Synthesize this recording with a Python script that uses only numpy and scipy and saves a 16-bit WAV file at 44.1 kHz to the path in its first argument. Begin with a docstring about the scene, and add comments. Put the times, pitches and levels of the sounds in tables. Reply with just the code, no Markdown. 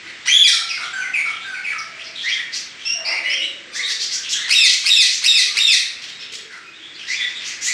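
"""Two caged mynas or bulbuls in a hard-walled room

One long squeal, soft warbling, a run of rasps, then four loud squeals. Each note is a gliding tone of the
syrinx with overtones; harsh notes jitter and hiss. A bird flutters up and hops about. Other birds twitter
faintly over low room noise, and the walls ring after every call."""
import sys
import numpy as np
from scipy import signal
from scipy.fft import rfft, irfft, next_fast_len
from scipy.io import wavfile
from scipy.ndimage import uniform_filter1d, minimum_filter1d

SR = 44100
rng = np.random.default_rng(int(sys.argv[2]) if len(sys.argv) > 2 else 0)


def transcribe(u):
    """Save the signal u as a 16-bit wav file named by the first command-line argument.

    u: samples, shape (n,) or (channels, n), limited to [-1, 1]; the rate is SR.
    q: integer samples, one column per channel.
    """
    v = np.clip(np.atleast_2d(u).T, -1, 1)
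    q = np.round(v * 32767).astype(np.int16)
    wavfile.write(sys.argv[1], SR, q)


N = 340893
BAND_LIMIT_HZ = 15700
PLUNGE_OVERLAP_S = 0.0079  # a squeal's plunge starts just before its sag ends

# Loud squeals: (time [s], climb length [s], climb brightness [dB], whistle length [s],
# whistle start [Hz], whistle middle [Hz], whistle level [dB], low voice delay [s], sag length [s],
# low voice start [Hz], low voice end [Hz], its brightness [dB], level [dB], closing rasp level [dB])
SQUEALS = [(0.278, 0.031, -12.5, 0.14, 3062, 3446, -11, 0.16, 0.037, 2513, 1510, -1.5, -16, -18),
           (4.501, 0.045, -1.5, 0.081, 3830, 3726, -13, 0.071, 0.071, 2739, 1890, 0.5, -18, -10.5),
           (4.855, 0.045, 1, 0.076, 3850, 3696, -10.5, .101, 0.056, 2738, 1802, 3.5, -19.5, -13.5),
           (5.237, .041, 2.5, .054, 3863, 3760, -10, .08, .062, 2736, 1812, 1, -20, -16),
           (5.568, 0.028, -3, 0.11, 3670, 3696, -15.5, 0.099, 0.056, 2760, 1750, 0.5, -18.5, -18.5)]
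# Spectrum of air hissing through the syrinx: (frequency [Hz], gain [dB])
HISS_EQ = [(500, -66), (1300, -18.5), (2200, -7), (4500, -2.5), (7500, 1), (11000, -8.5), (16000, -26)]


def song():
    """All the pitched notes of the pair, coloured by throat and beak."""
    # Resonances of throat and beak: (frequency [Hz], gain [dB])
    throat_eq = [(700, -1.5), (2000, -1), (3600, 2.5), (5600, 4.5), (6700, -4), (7700, -4.5), (9000, 1),
                 (10500, -8), (13000, -21)]
    out = np.zeros(N)
    for call in [squeal(*row) for row in SQUEALS] + [chucks(), warble()]:
        for start, sound in call:
            add(out, start, sound)
    return colour(out, throat_eq)


def syrinx(length, start_hz, middle_hz, end_hz, db, second_db, third_db, rough,
           push_db=9, rolloff_db=0, subharmonic_db=-27, hiss_db=-9):
    """One gliding note; roughness (0-1) shakes its pitch and level and lets air hiss through."""
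    count = int(length * SR)
    arch = np.polyfit([0, .5, 1], [start_hz, middle_hz, end_hz], 2)
    hz = np.polyval(arch, np.linspace(0, 1, count))
    jitter = .28 * rough ** 1.5 * wobble(count, 450) + .006 * wobble(count, 110)
    phase = 2 * np.pi * np.cumsum(hz * (1 + jitter)) / SR
    harmonics_db = [0, second_db, third_db] + [third_db - rolloff_db * k for k in range(1, 6)]
    tone = sum(amp(level) * np.sin(k * phase) * (k * hz < BAND_LIMIT_HZ)
               for k, level in enumerate(harmonics_db, 1))
    # alternate cycles differ slightly, which adds a tone an octave below
    tone += amp(subharmonic_db) * np.sin(phase / 2)
    tone *= np.sqrt(2) * (1 + 1.43 * rough * wobble(count, 265))
    hiss = amp(hiss_db) * rough * np.std(tone) * unit(colour(noise(count), HISS_EQ))
    # air pressure moves pitch and level together, by push_db an octave
    pressure = unit(amp(push_db * np.log2(hz / middle_hz)))
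    return amp(db) * pressure * (tone + hiss) * gate(count, rise=.25 * length, fall=.008)


def note(length, hz, contour, db, timbre):
    """A syrinx note: contour is (start, middle, end) times hz, timbre is (2nd dB, 3rd dB, roughness)."""
    return syrinx(length, *(hz * np.array(contour)), db, *timbre)


def squeal(start, climb_s, climb_bright_db, whistle_s, break_hz, whistle_hz, whistle_db,
           low_delay, sag_s, low_hz, end_hz, bright_db, db, _rasp_db):
    """The voice scoops, climbs and breaks into a whistle; the syrinx's other side sags and plunges."""
    scoop = syrinx(.03, 781, 1166, 1825, db - 19.5, second_db=2.4, third_db=.79, rough=.51)
    yield start - .026, scoop
    climb_timbre = (2.6 + climb_bright_db, 1 + climb_bright_db, .368)
    yield start, note(climb_s, low_hz, (.71, .92, 1), db - .5, climb_timbre)
    whistle = syrinx(whistle_s, break_hz, whistle_hz, .93 * whistle_hz, whistle_db,
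                     second_db=-6, third_db=-5.5, rough=.19)
    yield start + climb_s - .0043, whistle
    sag_hz, knee_hz = low_hz + (end_hz - low_hz) * np.array([.15, .36])
    sag = syrinx(sag_s, low_hz, sag_hz, knee_hz, db, second_db=bright_db + 1, third_db=bright_db - 3.5,
                 rough=.14, push_db=-4, rolloff_db=2)
    yield start + low_delay, sag
    # the further it lands below the throat's resonance, the weaker the fundamental
    weak_db = 22 * np.log2(1980 / end_hz)
    plunge = syrinx(.04, knee_hz, (knee_hz + end_hz) / 2, end_hz, db + 1 - weak_db,
                    second_db=2 + bright_db + weak_db, third_db=2.7 + bright_db + weak_db,
                    rough=.17, push_db=4, rolloff_db=1.5)
    yield start + low_delay + sag_s - PLUNGE_OVERLAP_S, plunge


def rasp_sweeps(closing_s=.07, closing_hz=(4960, 3780)):
    """Lone rasps sweep up, mostly as the beak opens; the rasp that closes each squeal sweeps down."""
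    # Harsh toneless bursts: calls, and at 2.518 s a bird landing on the mesh: (time [s], length [s], centre
    # [Hz], level [dB])
    lone_rasps = [(2.21, 0.06, 5000, -33.5), (2.518, 0.065, 4870, -23.5), (3.73, 0.059, 5430, -26),
                  (3.875, 0.061, 4750, -22), (3.989, 0.062, 4650, -21), (4.097, 0.071, 5230, -21.5),
                  (4.282, 0.064, 5700, -20), (4.699, 0.05, 5640, -13.5), (5.094, 0.068, 5500, -18),
                  (7.061, 0.083, 4950, -28), (7.255, 0.065, 4800, -39), (7.434, 0.069, 5760, -28),
                  (7.604, 0.091, 6440, -20)]
    for start, length, hz, db in lone_rasps:
        yield start, length, .85 * hz, 1.13 * hz, db
    for start, *_, low_delay, sag_s, _low_hz, _end_hz, _bright_db, _db, rasp_db in SQUEALS:
        plunge_start = start + low_delay + sag_s - PLUNGE_OVERLAP_S
        yield plunge_start + .0093, closing_s, *closing_hz, rasp_db


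def rasps(width_hz=2300, leak_db=-10, shake=.053):
    """Chaotic bursts, mostly of the syrinx, through a resonance that moves with the beak; one is a bird landing
    on the mesh."""
    out = np.zeros(N)
    for start, length, start_hz, end_hz, db in rasp_sweeps():
        count = int(length * SR)
        air = colour(noise(count), HISS_EQ) * np.exp(shake * wobble(count, 270))
        hz = np.linspace(start_hz, end_hz, count)
        throat = unit(resonate(resonate(air, hz, width_hz), hz, width_hz))
        # the wider the beak, the more of the raw hiss escapes
        leak = amp(leak_db) * unit(air) * (hz / 5500) ** 3
        add(out, start, amp(db) * unit(throat + leak) * gate(count, rise=.55 * length, fall=.012))
    return out


def chucks():
    """Subdued calls in a set rhythm: a hoarse rising note, a high pip and a falling note."""
    # Three-part calls: (time [s], pitch [Hz], level [dB], pip pitch [Hz], pip length [s],
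    # pip level [dB], fall level [dB], fall overtones [dB])
    calls = [(2.229, 2027, -28.5, 3400, 0.038, -27, -32.5, -17),
             (3.741, 1931, -32.5, 3810, 0.043, -28.5, -36.5, -1),
             (7.07, 2084, -30, 3543, 0.1, -31, -30.5, -18), (7.66, 2173, -29, 3500, .04, -26, -32, -10)]
    for start, hz, db, pip_hz, pip_s, pip_db, fall_db, bright_db in calls:
        yield start, note(.085, hz, (.85, 1, 1.2), db, timbre=(-7.5, -38, .289))
        yield start + .084, note(pip_s, pip_hz, (.98, .97, 1.06), pip_db, timbre=(-10, -35, .25))
        yield start + .117, note(.068, hz, (1.2, .94, .99), fall_db, timbre=(bright_db, bright_db, .304))


def warble():
    """Soft single notes of the syrinx between the calls: slurs, whistles and peeps."""
    # Slurs that drop quickly and level out:
    # (time [s], length [s], pitch [Hz], level [dB], 2nd harmonic [dB], roughness [0-1])
    slurs = [(.689, 0.036, 2600, -29.5, 3.5, 0.33), (0.701, 0.075, 2223, -30.5, -13, .22),
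             (0.767, 0.062, 1324, -31, -18, 0.46), (0.82, 0.057, 3410, -38, -3.5, 0.38),
             (1.011, 0.072, 2152, -34, -29, 0.27), (1.133, 0.085, 2306, -21.5, -27, 0.2),
             (1.241, 0.086, 1306, -34, -23, 0.43), (1.269, 0.11, 3200, -43.5, -13, 0.52),
             (1.537, 0.068, 2260, -36.5, -14, 0.23), (1.638, .085, 2280, -28.5, -20.5, 0.26),
             (1.715, .025, 1678, -32.5, -30, 0.37), (1.781, .029, 5300, -33.5, -4, 0.4),
             (2.036, .051, 5140, -42, -29, .5), (2.148, 0.09, 3510, -38, -11, 0.47),
             (4.226, 0.068, 3230, -36.5, -15, 0.59), (6.496, 0.091, 1427, -44.5, -31.5, 0.46),
             (6.972, 0.097, 2720, -44, -6, 0.64), (7.385, 0.17, 2410, -44, -1.5, 0.81)]
    for start, length, hz, db, second_db, rough in slurs:
        yield start, note(length, hz, (1.16, .99, .98), db, timbre=(second_db, -16.5, rough))
    # Smooth, slightly drooping whistles:
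    # (time [s], length [s], pitch [Hz], level [dB], 2nd harmonic [dB], 3rd harmonic [dB])
    whistles = [(0.528, 0.034, 1376, -24, -24, 1.5), (0.817, 0.039, 1427, -32, -16, -13),
                (0.926, 0.1, 1553, -26.5, -22, -22), (0.929, .019, 7600, -31.5, -25, -47),
                (0.97, 0.073, 6330, -38.5, -20, -40), (1.441, 0.12, 1558, -32, -33, -21),
                (1.728, .045, 1312, -30, -17, -29), (3.711, 0.13, 1182, -46, -4.5, -1.5),
                (5.456, 0.097, 1200, -42, -14, -20)]
    for start, length, hz, db, second_db, third_db in whistles:
        yield start, note(length, hz, (1.012, .99, .93), db, timbre=(second_db, third_db, .14))
    # Rising peeps:
    # (time [s], length [s], pitch [Hz], rise [octaves], level [dB], 2nd harmonic [dB], roughness [0-1])
    peeps = [(0.053, 0.061, 1936, .42, -44.5, -7.5, 0.65), (0.274, 0.046, 3026, 0.17, -24.5, 8.5, 0.22),
             (1.401, .067, 3660, 0.042, -42, -5, 0.27), (1.956, 0.07, 2343, 0.86, -42.5, -10, 0.7),
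             (2.284, 0.036, 2812, 0.036, -36, 1.5, 0.4), (2.778, 0.095, 3255, 0.18, -45, -4, 0.5),
             (2.847, 0.098, 2749, 0.077, -31, 5, .14), (3.045, 0.054, 2468, 0.24, -35, 6, 0.33),
             (3.075, .12, 2164, 0.19, -30.5, -14.5, 0.3), (3.091, 0.0427, 2767, 0.083, -32.5, -2, 0),
             (3.228, 0.12, 2160, 0.26, -28.5, -15, .3), (3.238, .13, 3020, .21, -31.5, -19, .2),
             (3.291, 0.058, 2664, 0.285, -33, 3, .2), (3.382, .076, 2912, 0.016, -30, -18, 0.29),
             (3.416, 0.04, 3840, 0.18, -35.5, -3, 0.24), (4.322, 0.023, 3520, 0.077, -26, 2, 0.43),
             (4.323, 0.14, 1750, 0.39, -37.5, 0, 0.4), (6.117, .058, 3790, 0.063, -43.5, -8, 0.2),
             (6.191, 0.034, 5300, 0.073, -40, -25, 0.07), (6.2, 0.037, 3570, 0.14, -46, -16, 0.36),
             (6.728, .055, 3660, 0.12, -49, -22, 0.18), (6.821, 0.061, 3430, 0.22, -44, -18, 0.25),
             (6.938, 0.037, 4320, 0.075, -43.5, -27, 0.42), (7.348, .041, 3750, 0.046, -35, -6, 0.37)]
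    for start, length, hz, rise, db, second_db, rough in peeps:
        contour = 2 ** (rise * np.array([-.5, 0, .5]))
        third_db = -15 + .24 * second_db
        yield start, note(length, hz, contour, db, timbre=(second_db, third_db, rough))


def rustles(band_ratio=1.46):
    """Feathers and claws brush the cage in uneven puffs."""
    # Wing flutters and hops on the mesh: (time [s], length [s], centre [Hz], level [dB])
    moves = [(2.968, 0.26, 870, -38), (6.009, 0.059, 4200, -34), (6.079, 0.035, 3930, -35),
             (6.191, 0.07, 3430, -36), (6.316, 0.051, 5030, -30), (6.318, 0.032, 2740, -40),
             (6.518, 0.038, 4500, -46)]
    out = np.zeros(N)
    for start, length, hz, db in moves:
        count = int(length * SR)
        band = signal.butter(2, [hz / band_ratio, hz * band_ratio], "band", fs=SR, output="sos")
        brush = signal.sosfilt(band, noise(count)) * np.exp(.45 * wobble(count, 120))
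        add(out, start, amp(db) * unit(brush) * gate(count, rise=.4 * length, fall=.5 * length))
    return out


def low_tones(width_hz=75):
    """Faint, blurred low tones: undertones beneath the birds' whistles, and soft far-off glides."""
    # Low tones: (time [s], length [s], start pitch [Hz], end pitch [Hz], level [dB])
    glides = [(0, 0.13, 346, 330, -60), (0.579, 0.099, 810, 720, -45), (0.799, 0.43, 704, 854, -52.5),
              (1.281, .43, 696, 850, -55.5), (1.804, 0.36, 640, 650, -55), (2.941, 0.18, 663, 600, -42.5),
              (3.052, 0.67, 338, 340, -58.5), (3.201, 0.28, 610, 528, -45.5), (3.6, .44, 540, 427, -57.5),
              (5.4, 0.15, 425, 420, -53.5), (6.199, 0.235, 436, 412, -52.5), (6.554, 0.42, 364, 314, -60)]
    out = np.zeros(N)
    for start, length, start_hz, end_hz, db in glides:
        count = int(length * SR)
        hz = np.linspace(start_hz, end_hz, count)
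        blur = resonate(resonate(noise(count), hz, width_hz), hz, width_hz)
        add(out, start, amp(db) * unit(blur) * gate(count, rise=.012, fall=.038))
    return out


def twitter(chirps=60, level_db=-49, low_hz=1500, high_hz=4200):
    """Short, dull random chirps of birds farther off."""
    out = np.zeros(N)
    for slot, (when, pitch, glide, strength) in enumerate(rng.random((chirps, 4))):
        hz = low_hz * (high_hz / low_hz) ** pitch
        sweep = .312 * (glide - .5)
        db = level_db + 5 * (strength - .5)
        chirp = note(.06, hz, (1 - sweep, 1, 1 + sweep), db, timbre=(-10, -26, .15))
        add(out, (slot + when) / chirps * N / SR, chirp)
    return out


def room(x, direct_db=-4, tail_db=-2, predelay_s=.0014):
    """The direct sound, then dense wall reflections whose treble dies first."""
    # Ring of the walls: (frequency [Hz], time to fall 60 dB [s])
    decay_times = [(300, 1), (1500, 0.62), (3000, 0.5), (5000, 0.48), (8000, 0.42), (14000, 0.4)]
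    t = np.arange(SR) / SR
    reflections = rng.standard_normal(SR) * (rng.random(SR) < .12) * (t > predelay_s)
    hz, times, spectrum = signal.stft(reflections, SR, nperseg=256)
    decay = amp(-60 * times / curve_at(decay_times, hz)[:, None])
    tail = signal.istft(spectrum * decay, SR, nperseg=256)[1]
    reverb = signal.fftconvolve(x, tail / np.linalg.norm(tail))[:N]
    return amp(direct_db) * x + amp(tail_db) * reverb


def room_tone(level_db=-44.5):
    """A low bed of room noise and distant aviary wash, drifting gently in level."""
    # Spectrum of the bed: (frequency [Hz], gain [dB])
    bed_eq = [(20, -48), (45, -14), (80, -7), (170, 0.5), (350, 2.5), (800, -1), (1300, 3.5), (2200, 5),
              (3600, 0.5), (5500, -1), (8000, -6), (11000, -34), (16000, -46)]
    # Drift of the bed: (time [s], gain [dB])
    drift = [(0, 1.5), (2, 0.5), (2.7, 0), (3.65, -0.5), (4.4, 1), (6.1, 0), (6.7, -4), (7.3, 1.5)]
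    drift_db = np.interp(np.arange(N) / SR, *np.transpose(drift))
    return amp(level_db + drift_db) * unit(colour(rng.standard_normal(N), bed_eq))


def amp(db):
    """Decibels to gain."""
    return 10 ** (np.asarray(db) / 20)


def unit(x):
    """Scales to rms 1."""
    return x / np.sqrt(np.mean(x ** 2) + 1e-20)


def curve_at(points, hz):
    """Interpolates a table on a log-frequency axis."""
    point_hz, values = np.transpose(points)
    return np.interp(np.log(hz + 1), np.log(point_hz), values)


def colour(x, eq):
    """Equalises by a table of (frequency [Hz], gain [dB])."""
    size = next_fast_len(len(x))
    gain = amp(curve_at(eq, np.fft.rfftfreq(size, 1 / SR)))
    return irfft(rfft(x, size) * gain, size)[:len(x)]


def noise(count):
    """Up to a second of white noise."""
    return rng.standard_normal(SR)[:count]


def wobble(count, hz):
    """Random wavering of about rms 1, rolled off above hz."""
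    lowpass = signal.butter(2, hz, fs=SR, output="sos")
    return unit(signal.sosfilt(lowpass, noise(SR // 2)))[-count:]


def resonate(x, hz, width_hz):
    """A resonance that follows the curve hz."""
    carrier = np.exp(2j * np.pi * np.cumsum(hz) / SR)
    pole = np.exp(-np.pi * width_hz / SR)
    return 2 * (carrier * signal.lfilter([1 - pole], [1, -pole], x / carrier)).real


def gate(count, rise, fall):
    """Smooth fade in and out, in seconds."""
    t = np.arange(count) / SR
    fade_in = np.sin(np.pi / 2 * np.clip(t / rise, 0, 1))
    fade_out = np.sin(np.pi / 2 * np.clip(t[::-1] / fall, 0, 1))
    return fade_in * fade_out


def add(mix, start, sound):
    """Mixes a sound in at start seconds."""
    part = mix[max(round(start * SR), 0):][:len(sound)]
    part += sound[:len(part)]


def scene():
    """Birds, cage and faint low tones ring in one room, over its bed of noise."""
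    sources = song() + rasps() + rustles() + low_tones() + twitter()
    return (room(sources) + room_tone())[None]


def record(dry, threshold_db=-18, squeeze=.46, release_db_per_s=45, ceiling=.96):
    """A small, dull-topped microphone; gain control ducks loud calls, then a limiter and a low-pass."""
    # Microphone response: (frequency [Hz], gain [dB])
    microphone_eq = [(100, 4), (1000, -1.5), (2000, 8), (3500, 5), (6000, 0), (8500, -1.5), (10000, -9),
                     (11500, -8.5), (15000, -4.5)]
    heard = colour(dry[0], microphone_eq)
    power_db = 10 * np.log10(abs(uniform_filter1d(heard ** 2, 700)) + 1e-12)
    # the level detector jumps to each peak and sinks back steadily
    release_db = np.arange(N) / SR * release_db_per_s
    held_db = np.maximum.accumulate(power_db + release_db) - release_db
    over_db = np.maximum(held_db - threshold_db, 0)
    ducked = heard / amp(squeeze * uniform_filter1d(over_db, size=200))
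    limiter_gain = minimum_filter1d(ceiling / np.maximum(abs(ducked), ceiling), size=201)
    limited = ducked * uniform_filter1d(limiter_gain, size=201)
    lowpass = signal.firwin(511, BAND_LIMIT_HZ, window=("kaiser", 9), fs=SR)
    return signal.oaconvolve(limited, lowpass, "same")[None]


dry = scene()
out = record(dry)
transcribe(out)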